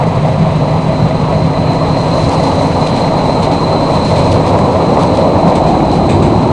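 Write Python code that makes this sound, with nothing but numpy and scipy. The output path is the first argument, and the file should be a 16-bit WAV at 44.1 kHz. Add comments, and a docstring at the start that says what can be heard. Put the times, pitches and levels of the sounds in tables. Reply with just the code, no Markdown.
"""Trackside at a wet road crossing, one small microphone, two light-rail trains rolling slowly side by side.
First the wheels roar on the rails and set the car bodies booming, while a mechanism knocks steadily.
By 2 s the inverters whine clearly near 4 kHz, and wet wheels hiss, scuff and tick. From about 4 s the
near train howls and clacks past a few metres away, and near the end a car drives alongside.
The loudest peaks overload the microphone."""
import sys
import numpy as np
from scipy import signal
from scipy.fft import rfft, irfft
from scipy.io import wavfile
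from scipy.ndimage import uniform_filter1d

SR = 44100
rng = np.random.default_rng(int(sys.argv[2]) if len(sys.argv) > 2 else 0)


def generate_wav(sig):
    """Save sig (samples, or channels by samples) to the path in sys.argv[1] as 16-bit PCM at SR."""
    pcm = np.round(np.clip(np.atleast_2d(sig).T, -1, 1) * 32767).astype(np.int16)
    wavfile.write(sys.argv[1], SR, pcm)


N = 287532
T = np.arange(N) / SR
FREQS = np.fft.rfftfreq(N, 1 / SR)


# The roar from beside the track. Each row: frequency in Hz, relative level in dB.
ROAR_SPECTRUM = [(250, -22), (420, -5.5), (520, 1), (640, -0.5), (780, -2.5), (950, -2.5), (1100, -8.5),
                 (1280, -14), (1500, -32), (2200, -54.5)]
# Its underlying strength. Each row: time in seconds, level in dB.
ROAR_LEVEL = [(0, -16.5), (.7, -18), (1.7, -17), (2.5, -14.5), (3.5, -15), (4.95, -14.5), (5.9, -15.5),
              (6.52, -16.5)]
# The nearest wheels grind. 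Each row: peak time in seconds, level in dB.
GRINDS = [(3.88, -13), (4.81, -18), (4.98, -10.5), (5.45, -15)]

def roar():
    """Wheels roar on rough rails, flaring as the nearest ones grind."""
    rails = steadied(noise(colour(ROAR_SPECTRUM)), 0.21)
    flares = surges(GRINDS, rise_s=0.027, fall_s=.08, steady_db=curve(ROAR_LEVEL))
    return rails * flares * amp(1.25 * drift(15))


# The loudest booms of the car bodies. Each row: peak time in seconds, level in dB.
BOOMS = [(.41, -6), (.59, -5.5), (.87, -16), (1.04, -9), (1.36, -14), (4.895, -18), (5.48, -11)]

def drone():
    """The car bodies boom in one low resonance around a wavering hum, strong at first, then settling."""
    hum_share = 0.24
    hum = unit(np.sin(phase(157 + 4 * drift(6.1))))
    resonant = band(151 + 3.5 * T, width_hz=27)  # creeps up as the trains gather speed
    body = np.sqrt(1 - hum_share) * resonant + np.sqrt(hum_share) * hum
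    level_db = -17.5 + 4.5 * np.exp(-(T / 1.8) ** 2)
    return steadied(body, 0.17) * surges(BOOMS, rise_s=0.027, fall_s=0.032, steady_db=level_db)


# Rumble in the ground and in the air. Each row: frequency in Hz, relative level in dB.
GROUND_SPECTRUM = [(35, -24.5), (50, -18.5), (65, -11.5), (95, 1), (125, -3.5), (170, -10.5), (300, -35.5)]
AIR_SPECTRUM = [(12, -24), (20, -8), (27, 0), (38, -4), (55, -1.5), (80, -13)]
# The low ground rumble swells. Each row: peak time in seconds, level in dB.
GROUND_SWELLS = [(1.47, -20.5), (2.2, -20.5), (4.2, -14), (6.22, -13.5)]
# The deep air rumble. Each row: time in seconds, level in dB.
AIR_LEVEL = [(0, -31.5), (3.6, -30.5), (4.1, -29.5), (4.7, -40), (5.1, -31.5), (5.85, -35), (6.15, -29),
             (6.52, -33)]

def rumble():
    """A low ground rumble swells and fades, over a deeper rumble in the air."""
    swells = surges(GROUND_SWELLS, rise_s=0.18, fall_s=0.93, steady_db=-21) * amp(1.3 * drift(10))
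    ground = steadied(noise(colour(GROUND_SPECTRUM)), 0.2) * swells
    air = steadied(noise(colour(AIR_SPECTRUM)), 0.12) * amp(curve(AIR_LEVEL))
    return ground + air


# The shaking bogies. Each row: frequency in Hz, relative level in dB.
BOGIE_SPECTRUM = [(120, -20), (200, 1), (270, -0.5), (350, -3), (430, -4.5), (560, -18)]

def bogies():
    """Rail roughness shakes the bogies; one passes about 10 m from the microphone, the next about 5 m."""
    far = amp(-19.5) * passing(closest_s=3.66, distance_m=10.2)
    near = amp(-13.5) * passing(closest_s=6.36, distance_m=4.8)
    gain = np.sqrt(amp(-25) ** 2 + far ** 2 + near ** 2)
    return steadied(noise(colour(BOGIE_SPECTRUM)), 0.28) * gain


# The nearest bogie's howl. Each row: time in seconds, centre in Hz, level in dB.
BOGIE_HOWL = [(3.6, 567, -32), (4.25, 540, -15), (4.8, 561, -19.5), (5.15, 521, -15), (5.4, 660, -14),
              (5.7, 729.7, -16), (6.0, 780.3, -19), (6.52, 855, -21)]

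def howl():
    """Under the near train a broad resonance climbs; rails and running gear ring as they come close."""
    bogie = band(curve(BOGIE_HOWL), width_hz=128) * amp(curve(BOGIE_HOWL, column=2))
    rails = noise(resonance(hz=950, width=180) ** 2) * amp(-23.5)
    rails *= passing(closest_s=4.86, distance_m=4.3)
    gear = gear_ring() * amp(-40 + 1.2 * drift(20)) * passing(closest_s=4.3, distance_m=11)
    return bogie + rails + gear


# Each row: time a train's motors are nearest in seconds, pitch then in Hz, climb in Hz per second,
# level then in dB, distance from the microphone in metres.
MOTOR_PASSES = [(2.5, 269.9, 4.8, -22, 7.6), (6.1, 339.7, 42, -20.5, 3.5)]

def motors():
    """Each train's motors hum on a slowly climbing note, loudest as they go by."""
    return sum(steadied(band(hz + climb * (T - s), width_hz=8.2), .15) * amp(db) * passing(s, distance)
               for s, hz, climb, db, distance in MOTOR_PASSES)


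# The inverters draw near. Each row: time in seconds, Doppler factor, blurred share from 0 to 1.
APPROACH = [(0, 1.0, .02), (1.2, 1.0, .04), (2.2, 1.0, .12), (3.9, 1.0, .12), (4.6, .997, .7),
            (5.5, .995, .7), (6.52, .988, .8)]

def switching_tone(hz):
    """A Doppler-shifted tone and its fading reflections; close by, many moving paths blur it to a hiss."""
    pitch = hz * curve(APPROACH) + 2.48 * drift(5.57)
    blurred = curve(APPROACH, column=2)
    direct = np.cos(phase(pitch))
    reflected = 0.75 * band(pitch, width_hz=21)
    return np.sqrt(1 - blurred) * unit(direct + reflected) + np.sqrt(blurred) * band(pitch, width_hz=65)


# The switching tone and its sidebands at the source, in Hz.
SWITCHING_HZ = [3560, 3917, 4000, 4043, 4086, 4160, 4183, 8086]
# Each row, one per tone: relative level in dB, time it reaches full strength in seconds.
TONE_ARRIVALS = [(-16.5, 2), (-3.5, 0.26), (-1.5, 0.17), (-1.5, 0), (-1, 1.2), (-1, 1.2), (-1.5, 1.9),
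                 (-19.5, 0.16)]
# The whole whine at the microphone. Each row: time in seconds, level in dB.
WHINE_LEVEL = [(0, -43), (.5, -40.5), (.7, -38), (1.4, -35.5), (2.15, -30), (2.7, -33), (3.3, -29),
               (3.5, -33.5), (3.65, -28.5), (4.2, -30), (4.5, -36.5), (5.1, -33.5), (6.52, -35.5)]

def inverters():
    """The traction inverters whine in a tight cluster of switching tones that beat together."""
    rise_db_per_s = 7.5
    tones = sum(amp(db - rise_db_per_s * np.maximum(full_s - T, 0)) * switching_tone(hz)
                for hz, (db, full_s) in zip(SWITCHING_HZ, TONE_ARRIVALS))
    return steadied(tones, 0.31) * amp(curve(WHINE_LEVEL) + drift(7))


# The ringing wheels. Each row: frequency in Hz, relative level in dB.
WHEEL_SPECTRUM = [(900, -2), (1400, 1.5), (1650, -0.5), (1850, 0), (2050, 1), (2400, 0), (2850, -2.5),
                  (3350, -6.5), (3800, -6.5), (4400, -13), (5200, -28.5), (7000, -43.5)]

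def wheel_ring():
    """Rail roughness sets the wheels ringing, more so where they are wet."""
    ring = noise(colour(WHEEL_SPECTRUM)) * unit(wetness()) ** .35
    return ring * amp(-30 - 0.34 * T + 0.94 * drift(30))


# Wetter stretches of rail. Each row: peak time in seconds, relative level in dB.
WET_STRETCHES = [(2.35, -37), (4.1, -41.5)]

def wetness():
    """Gain of the water under the wheels, swelling and draining away."""
    return surges(WET_STRETCHES, rise_s=0.47, fall_s=1.33, steady_db=-42.5)


# The wet hiss. Each row: frequency in Hz, relative level in dB.
SPRAY_SPECTRUM = [(2500, -17), (4000, 5), (4700, 3), (5400, -2.5), (6400, -0.5), (7200, -6), (8100, -4.5),
                  (8900, -10), (10000, -10.5), (11000, -25.5)]

def spray():
    """Water and fine grit hiss under the wheels."""
    return noise(colour(SPRAY_SPECTRUM)) * wetness() * amp(1.65 + 1.2 * drift(45))


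# Steel rubbing wet rail. Each row: frequency in Hz, relative level in dB.
SCUFF_SPECTRUM = [(900, -19), (1600, -18), (2500, 4), (3200, 2.5), (4200, 4), (5300, -3), (6400, -5),
                  (7100, -8), (8000, -11), (9000, -9), (10500, -17)]
# Each row: start of a scuff in seconds, level in dB, length in seconds, share of ring from 0 to 1.
SCUFFS = [(2.172, -35, .04, 0), (2.234, -31, 0.034, 0), (2.313, -30, 0.035, 0.2), (2.429, -32.5, .07, 0),
          (2.864, -29.5, 0.036, .1), (2.954, -30, 0.066, 0.3), (3.421, -26, 0.036, 0.15),
          (3.514, -31, .03, 0.3), (3.93, -32.5, 0.052, 0.1), (4.05, -30.5, 0.084, 0.2),
          (4.157, -29.5, 0.12, 0.5), (4.314, -29, 0.052, 0.03), (4.462, -29.5, 0.044, 0.23),
          (4.987, -30, 0.085, 0.4), (5.143, -33, 0.083, 0.1), (5.473, -32.5, 0.04, 0.6),
          (5.55, -27, 0.036, 0.8), (5.661, -32.5, 0.071, 0.8), (5.913, -33, 0.078, 0.39),
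          (6.091, -25.5, 0.062, 0.93), (6.221, -28, 0.062, 0.97)]

def scuffs():
    """Wheels rub the rail in short grainy bursts, and some set the running gear ringing."""
    rub = noise(colour(SCUFF_SPECTRUM)) * amp(3.4 * drift(150))
    ring = gear_ring()
    out = np.zeros(N)
    for start, db, length, share in SCUFFS:
        span = slice(int(start * SR), int((start + .5) * SR))
        age = np.maximum(T[span] - start, 0)
        stroke = (1 - np.exp(-age / 0.0018)) * np.exp(-(age / length) ** 2)
        out[span] += amp(db) * stroke * (np.sqrt(1 - share) * rub[span] + np.sqrt(share) * ring[span])
    return out


# Modes of the running gear. Each row: frequency in Hz, half-width in Hz, relative level in dB.
GEAR_MODES = [(1700, 51, 0), (2250, 120, 5), (2480, 82, 6), (3050, 130, -3.5), (3680, 210, 0),
              (4650, 220, -8), (6300, 400, -10.5), (7630, 450, -11), (8100, 300, -8)]

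def gear_ring():
    """The running gear rings as noise drives its modes."""
    return noise(sum(amp(db) * resonance(hz, width) for hz, width, db in GEAR_MODES))


# Wheels cross rail joints. Each row: start in seconds, level in dB.
JOINT_CLACKS = [(4.472, -26), (4.589, -22), (4.757, -28), (5.804, -25), (6.099, -27)]

def joints():
    """Short dull clacks of steel on steel."""
    return strikes(JOINT_CLACKS, decay_s=0.0075) * noise(resonance(hz=1930, width=730))


# Grit under the wheels. Each row: start in seconds, level in dB.
GRIT_CRACKS = [(1.734, -30), (2.293, -25), (2.487, -34), (4.049, -27), (4.590, -28), (5.557, -28),
               (6.099, -32)]

def grit():
    """Grains of grit burst in bright cracks a few milliseconds long."""
    return strikes(GRIT_CRACKS, decay_s=0.0021) * noise(resonance(hz=7000, width=1900))


# A car driving alongside. Each row: time in seconds, firing rate in Hz, level in dB.
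EXHAUST = [(0, 62.8, -61), (5.2, 62, -39), (5.65, 59.1, -24.5), (6.2, 58, -24), (6.52, 56.4, -33)]

def car():
    """The exhaust of a car throbs in the next lane."""
    firing_hz = curve(EXHAUST) + 0.73 * drift(8)
    return np.sqrt(2) * np.sin(phase(firing_hz)) * amp(curve(EXHAUST, column=2))


# The struck housing. Each row: frequency in Hz, relative level in dB, seconds to fade by 60 dB.
HOUSING_MODES = [(668, -7, 0.052), (642.5, -22, 0.73), (1988, -25.5, .16), (2146, -32.5, 0.063)]
# Its paths to the microphone, direct and off the street. Each row: delay in seconds, gain in dB.
STREET_PATHS = [(0, -2), (.0093, -9.5), (.0356, -6.5), (.074, -11), (.146, -15)]

def knocks():
    """A striker, probably in a crossing ticker, hits its housing at an even pace; the street echoes it."""
    first_s, every_s = .0365, .214625
    times = np.arange(first_s, T[-1], every_s)
    blows = np.zeros(N)
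    blows[(times * SR).astype(int)] = amp(rng.standard_normal(len(times)))
    age = T[:SR // 2]
    housing = np.zeros(N)
    for hz, db, t60 in HOUSING_MODES:
        ring = amp(db - 60 * age / t60) * np.sin(2 * np.pi * hz * age)
        # the trains come between ticker and microphone, shading the treble most
        screened = amp(-1.3 * hz / 1000 * np.maximum(T - 2.8, 0))
        housing += signal.oaconvolve(blows * screened, ring)[:N]
    return sum(amp(db) * np.interp(T - delay, T, housing, left=0) for delay, db in STREET_PATHS)


def passing(closest_s, distance_m, speed_m_per_s=6):
    """Gain of a source rolling past the microphone: falls with range, 1 when nearest."""
    return distance_m / np.hypot(distance_m, speed_m_per_s * (T - closest_s))


def surges(events, rise_s, fall_s, steady_db):
    """Gain of a steady level with swells that rise smoothly to each peak and die away."""
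    power = amp(steady_db) ** 2
    for peak_s, db in events:
        shape = np.exp(-(np.minimum(T - peak_s, 0) / rise_s) ** 2 - np.maximum(T - peak_s, 0) / fall_s)
        power = power + (amp(db) * shape) ** 2
    return np.sqrt(power)


def strikes(events, decay_s):
    """Gain of blows that start at once and die away."""
    return sum(amp(db) * (T >= start) * np.exp(-abs(T - start) / decay_s) for start, db in events)


def amp(db):
    """Decibels to gain."""
    return 10 ** (np.asarray(db) / 20)


def unit(x):
    """Scales to rms 1."""
    return x / np.sqrt(np.mean(x ** 2) + 1e-20)


def curve(table, column=1):
    """One column of a table of times, at every sample."""
    rows = np.array(table)
    return np.interp(T, rows[:, 0], rows[:, column])


def phase(hz):
    """Running phase in radians of the pitch curve hz."""
    return 2 * np.pi * np.cumsum(hz) / SR


def noise(gain):
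    """Noise of rms 1 with the given gain per frequency."""
    return unit(irfft(rfft(rng.standard_normal(N)) * gain, N))


def colour(points):
    """Gain per frequency from a short spectrum, falling 20 dB an octave beyond its ends."""
    hz, db = np.transpose(points)
    octave, knots = np.log2(FREQS + 1), np.log2(hz)
    outside = abs(octave - np.clip(octave, knots[0], knots[-1]))
    return amp(np.interp(octave, knots, db) - 20 * outside)


def resonance(hz, width):
    """Gain per frequency of a steep-sided resonance."""
    return 1 / (1 + ((FREQS - hz) / width) ** 2)


def band(hz, width_hz):
    """Noise of rms 1 in a narrow band that follows the curve hz."""
    angle, spread = phase(hz), resonance(0, width_hz)
    return noise(spread) * np.cos(angle) + noise(spread) * np.sin(angle)


def drift(rate_hz):
    """Random motion of rms 1, mostly slower than rate_hz."""
    return noise(1 / (1 + (FREQS / rate_hz) ** 4))


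def steadied(x, seconds):
    """Evens out the slow swells of a noise and keeps its fast flutter."""
    window = int(seconds * SR)
    power = uniform_filter1d(uniform_filter1d(x ** 2, window), window)
    return x / np.sqrt(abs(power) + 1e-9)


def scene():
    """Both trains, the car and the crossing in mono, from beside the track."""
    rolling = rumble() + bogies() + roar() + wheel_ring()
    trains = rolling + drone() + motors() + howl() + inverters() + spray() + scuffs() + grit() + joints()
    return (trains + car() + knocks())[None]


def record(dry):
    """The microphone flattens the highest peaks; then the top treble is cut."""
    ceiling, cutoff_hz = .96, 10550
    flattened = dry / (1 + (dry / ceiling) ** 16) ** (1 / 16)
    low_pass = signal.firwin(401, cutoff_hz, window=("kaiser", 9), fs=SR)
    return signal.oaconvolve(flattened, low_pass[None], "same")


dry = scene()
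out = record(dry)
generate_wav(out)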